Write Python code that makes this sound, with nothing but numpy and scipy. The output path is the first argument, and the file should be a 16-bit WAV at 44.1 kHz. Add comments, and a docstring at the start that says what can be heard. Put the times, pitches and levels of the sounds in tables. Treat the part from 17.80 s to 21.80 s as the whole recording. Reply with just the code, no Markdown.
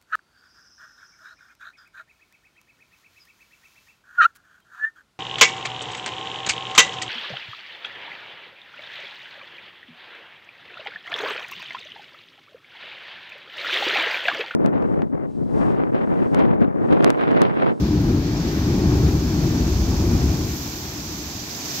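"""Swell in a rocky cleft

Close to a rocky inlet, on a stereo pair. A swell surges into a cleft: air and water roar and boom in the
hollow, masses of water break on the rock, then the surge dies away. White water washes on throughout. On the
right the cleft throws up a plume of spray, which hisses ever louder as its drops rain back on the rocks."""
import sys
import numpy as np
from scipy.fft import rfft, irfft
from scipy.io import wavfile
from scipy.ndimage import uniform_filter1d

SR = 44100
rng = np.random.default_rng(int(sys.argv[2]) if len(sys.argv) > 2 else 0)


def dump(signal):
    """Clip the signal to [-1, 1] and save it as 16-bit WAV at the path in sys.argv[1]."""
    limited = np.clip(np.atleast_2d(signal).T, -1, 1)
    pcm = np.round(limited * 32767).astype(np.int16)
    wavfile.write(sys.argv[1], SR, pcm)


N = 176400
HZ = np.maximum(np.arange(N // 2 + 1) * SR / N, 1)


def cleft():
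    """The surge roars through the ringing throat of the cleft and sets the hollow behind it booming."""
    # roar in the throat and boom of the hollow: t/s, level/dB
    roar_level = [(0, -19.5), (0.34, -18.0), (0.44, -23), (0.8, -22.5), (0.92, -19), (1.12, -18),
                  (1.3, -19), (1.44, -23), (1.64, -19.5), (1.84, -21), (1.95, -25.5), (2.18, -22.5),
                  (2.34, -20.0), (2.58, -24), (2.76, -30), (2.96, -35.5), (3.35, -35), (3.75, -39.5),
                  (4.0, -37.5)]
    boom_level = [(0, -22.5), (0.25, -22.5), (0.62, -28.5), (0.95, -23), (1.25, -17.5), (1.42, -24),
                  (1.76, -26), (1.94, -18), (2.17, -22), (2.45, -18.5), (2.68, -28.5), (2.92, -39.5),
                  (3.53, -38.5), (3.8, -51), (4.0, -48)]
    # their spectra: f/Hz, level/dB
    roar_colour = [(45, -40), (78, -9.5), (105, -2.5), (150, 0), (195, -2.5), (218, -5), (240, -2.5),
                   (268, -5.5), (300, -1.5), (365, -6.5), (425, -15), (530, -23.5), (800, -25), (1200, -33),
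                   (2200, -48.5)]
    boom_colour = [(10, -36), (23, -28), (35, -14), (48, -5.5), (58, -2), (67, 3), (76, 0), (92, -3),
                   (125, -11.5), (250, -46.5)]
    ring_hz, width_hz, lift_db = 299.7, 26.4, 4
    throat = from_db(lift_db / (1 + (2 * (HZ - ring_hz) / width_hz) ** 2))
    flow = irfft(rfft(turbulence(roar_colour)) * throat, N)
    roar = from_db(in_time(roar_level)[0] - 1) * steadied(flow)
    boom = from_db(in_time(boom_level)[0] - 2) * steadied(turbulence(boom_colour))
    return roar + boom


def spray():
    """Drops rain on the rocks in a dense hiss to the right, with fine mist above it."""
    # falling spray: t/s, hiss level/dB, mist level/dB
    levels = [(0, -51, -58), (0.35, -46.5, -53), (0.56, -43.5, -55), (0.76, -40.5, -47.5),
              (1.08, -40.5, -54), (1.3, -40, -47.5), (1.95, -35.5, -46.5), (2.4, -36, -46.5),
              (2.78, -34.5, -40.5), (3.2, -35, -43.5), (3.66, -33.5, -43.5), (3.82, -32, -41.5),
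              (4.0, -28, -37.5)]
    # spectra of hiss and mist: f/Hz, level/dB
    hiss_colour = [(400, -22), (1000, -17.5), (2000, -7.5), (2900, -6), (4500, -1), (6000, 0), (7500, -1),
                   (10000, -8), (16000, -23)]
    mist_colour = [(5000, -16), (8000, -1), (11000, -4), (14000, 1.5), (16000, -4)]
    hiss_db, mist_db = in_time(levels)
    hiss = churn(shower(hiss_colour), patchy_db=0.5, rate_hz=17)
    mist = churn(shower(mist_colour), patchy_db=0.3, rate_hz=12)
    return from_db(hiss_db + 1) * panned(-3) * hiss + from_db(mist_db + 9.5) * mist


def shower(colour, drops_per_s=9000, spread_db=3, drop_share=0.56):
    """Countless tiny impacts, most small and a few large, blended with smooth noise."""
    sizes = from_db(spread_db * np.minimum(rng.exponential(1, (2, N)), 5))
    signs = rng.choice([-1, 1], (2, N))
    hits = rng.random((2, N)) < drops_per_s / SR
    drops = coloured(rfft(sizes * signs * hits), colour)
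    return np.sqrt(drop_share) * drops + np.sqrt(1 - drop_share) * turbulence(colour)


def white_water():
    """Foam churns across the inlet."""
    # wash of the foam: t/s, level/dB
    level = [(0, -41), (0.35, -42), (0.56, -40), (0.8, -39.5), (1.18, -40.5), (1.4, -41.5), (1.72, -39.5),
             (2.0, -42.5), (2.25, -41.0), (2.6, -42), (3.2, -44.5), (3.65, -44.5), (3.9, -43), (4.0, -42.5)]
    # its spectrum: f/Hz, level/dB
    colour = [(60, -17), (300, 6), (520, -1), (780, 1), (1200, -1.5), (1850, -1.5), (2150, -5.5),
              (2900, -6), (4500, -1.5), (7000, -9.5), (11000, -15), (16000, -20)]
    foam = churn(turbulence(colour, lead_share=0.76), patchy_db=1.2, rate_hz=14)
    return from_db(in_time(level)[0] + 6.5) * foam


def breakers():
    """Each mass of water that breaks on the rock gives a rounded rush."""
    # breaking water: peak t/s, level/dB, half-length/s
    breaks = [(0.107, -47, 0.11), (.62, -41.5, .12), (1.123, -41, 0.16), (1.703, -42, 0.19),
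              (2.286, -37, 0.19)]
    # spectrum of the rush: f/Hz, level/dB
    colour = [(250, -18), (500, 4), (800, 1.5), (1200, -5), (2200, -17.5), (5000, -20)]
    t = np.arange(N) / SR
    swell = sum(from_db(db) * np.exp(-0.5 * ((t - peak) / half) ** 2) for peak, db, half in breaks)
    return swell * churn(turbulence(colour), patchy_db=0.3, rate_hz=14)


def turbulence(colour, lead_share=1):
    """Rushing noise at the pair, alike on both sides in the bass and diffuse in the treble."""
    # likeness of the two sides: f/Hz, correlation
    likeness = [(100, 0.99), (240, 0.98), (380, 0.99), (520, 0.75), (750, 0.72), (1000, 0.68), (1400, 0.31),
                (1900, 0.58), (2400, 0.47), (3200, 0), (16000, 0.087)]
    # lead of the left side, before scaling by lead_share: f/Hz, phase/rad
    lead = [(140, 0), (300, 0.24), (400, 0.17), (520, 1.3), (720, 0.57), (1000, 1.0), (1400, 2.7),
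            (1900, 3), (2150, 2.45), (2450, -1), (2900, -1)]
    left, other = rfft(rng.standard_normal((2, N)))
    alike = in_pitch(likeness)[0]
    lag = np.exp(-1j * lead_share * in_pitch(lead)[0])
    right = (alike * left + np.sqrt(1 - alike ** 2) * other) * lag
    return coloured(np.array([left, right]), colour)


def churn(x, patchy_db, rate_hz):
    """Each octave swells and sinks by itself as patches of water break."""
    spectrum, out = rfft(x), 0
    octave = np.clip(np.log2(HZ / 125), 0, 7)
    for k in range(8):
        band = irfft(spectrum * np.maximum(1 - abs(octave - k), 0), N)
        drift = irfft(rfft(rng.standard_normal(N)) / (1 + (HZ / rate_hz) ** 2), N)
        out = out + band * from_db(patchy_db * rms_one(drift))
    return rms_one(out)


def steadied(x, window_s=0.14, strength=0.97):
    """A sustained flow: slow chance swings of the level are mostly evened out."""
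    power = uniform_filter1d(np.mean(x ** 2, axis=0), int(window_s * SR))
    return rms_one(x / (power + 1e-12) ** (strength / 2))


def coloured(spectrum, colour):
    """Sound at unit rms from a spectrum shaped by a colour table."""
    return rms_one(irfft(spectrum * from_db(in_pitch(colour)[0]), N))


def in_time(rows):
    """The columns of a curve at every sample."""
    times, *columns = np.transpose(rows)
    return [np.interp(np.arange(N) / SR, times, c) for c in columns]


def in_pitch(rows):
    """The columns of a spectrum at every frequency."""
    hz, *columns = np.transpose(rows)
    return [np.interp(np.log(HZ), np.log(hz), c) for c in columns]


def panned(db):
    """Constant-power gains for a left-minus-right level difference."""
    gains = from_db(np.array([[1], [-1]]) * db / 2)
    return gains / np.sqrt(np.mean(gains ** 2, axis=0))


def from_db(db):
    """Decibels to gain."""
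    return 10 ** (np.asarray(db) / 20)


def rms_one(x):
    """Scale to unit rms."""
    return x / np.sqrt(np.mean(x ** 2) + 1e-20)


def scene():
    """The inlet as heard from the rocks."""
    return cleft() + white_water() + spray() + breakers()


def record(dry):
    """The microphones colour each side, with a deep notch in the treble; the top is cut."""
    # the stereo pair: f/Hz, response/dB, left minus right/dB
    microphones = [(50, 1.5, 1), (340, 1, 2.5), (480, 1, 5.5), (646, 0.5, 2), (970, 0, 4), (1550, -1, 5.5),
                   (2110, -1.5, 4), (2450, 0.4, 5.5), (2740, -2.5, 3.5), (3200, -2.5, 2), (4270, -3, -.7),
                   (5100, -1, -6), (6200, -.5, -7.5), (7250, -5.5, 2), (8120, -15, 1), (9340, -26, -2),
                   (10300, -16, 2), (12060, -7, 1.5), (13700, -7, 0), (15700, -6.5, 2)]
    response_db, balance_db = in_pitch(microphones)
    cutoff_hz = 15720
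    low_pass = 1 / np.sqrt(1 + (HZ / cutoff_hz) ** 900)
    return irfft(rfft(dry) * from_db(response_db) * panned(balance_db) * low_pass, N)


dry = scene()
out = record(dry)
dump(out)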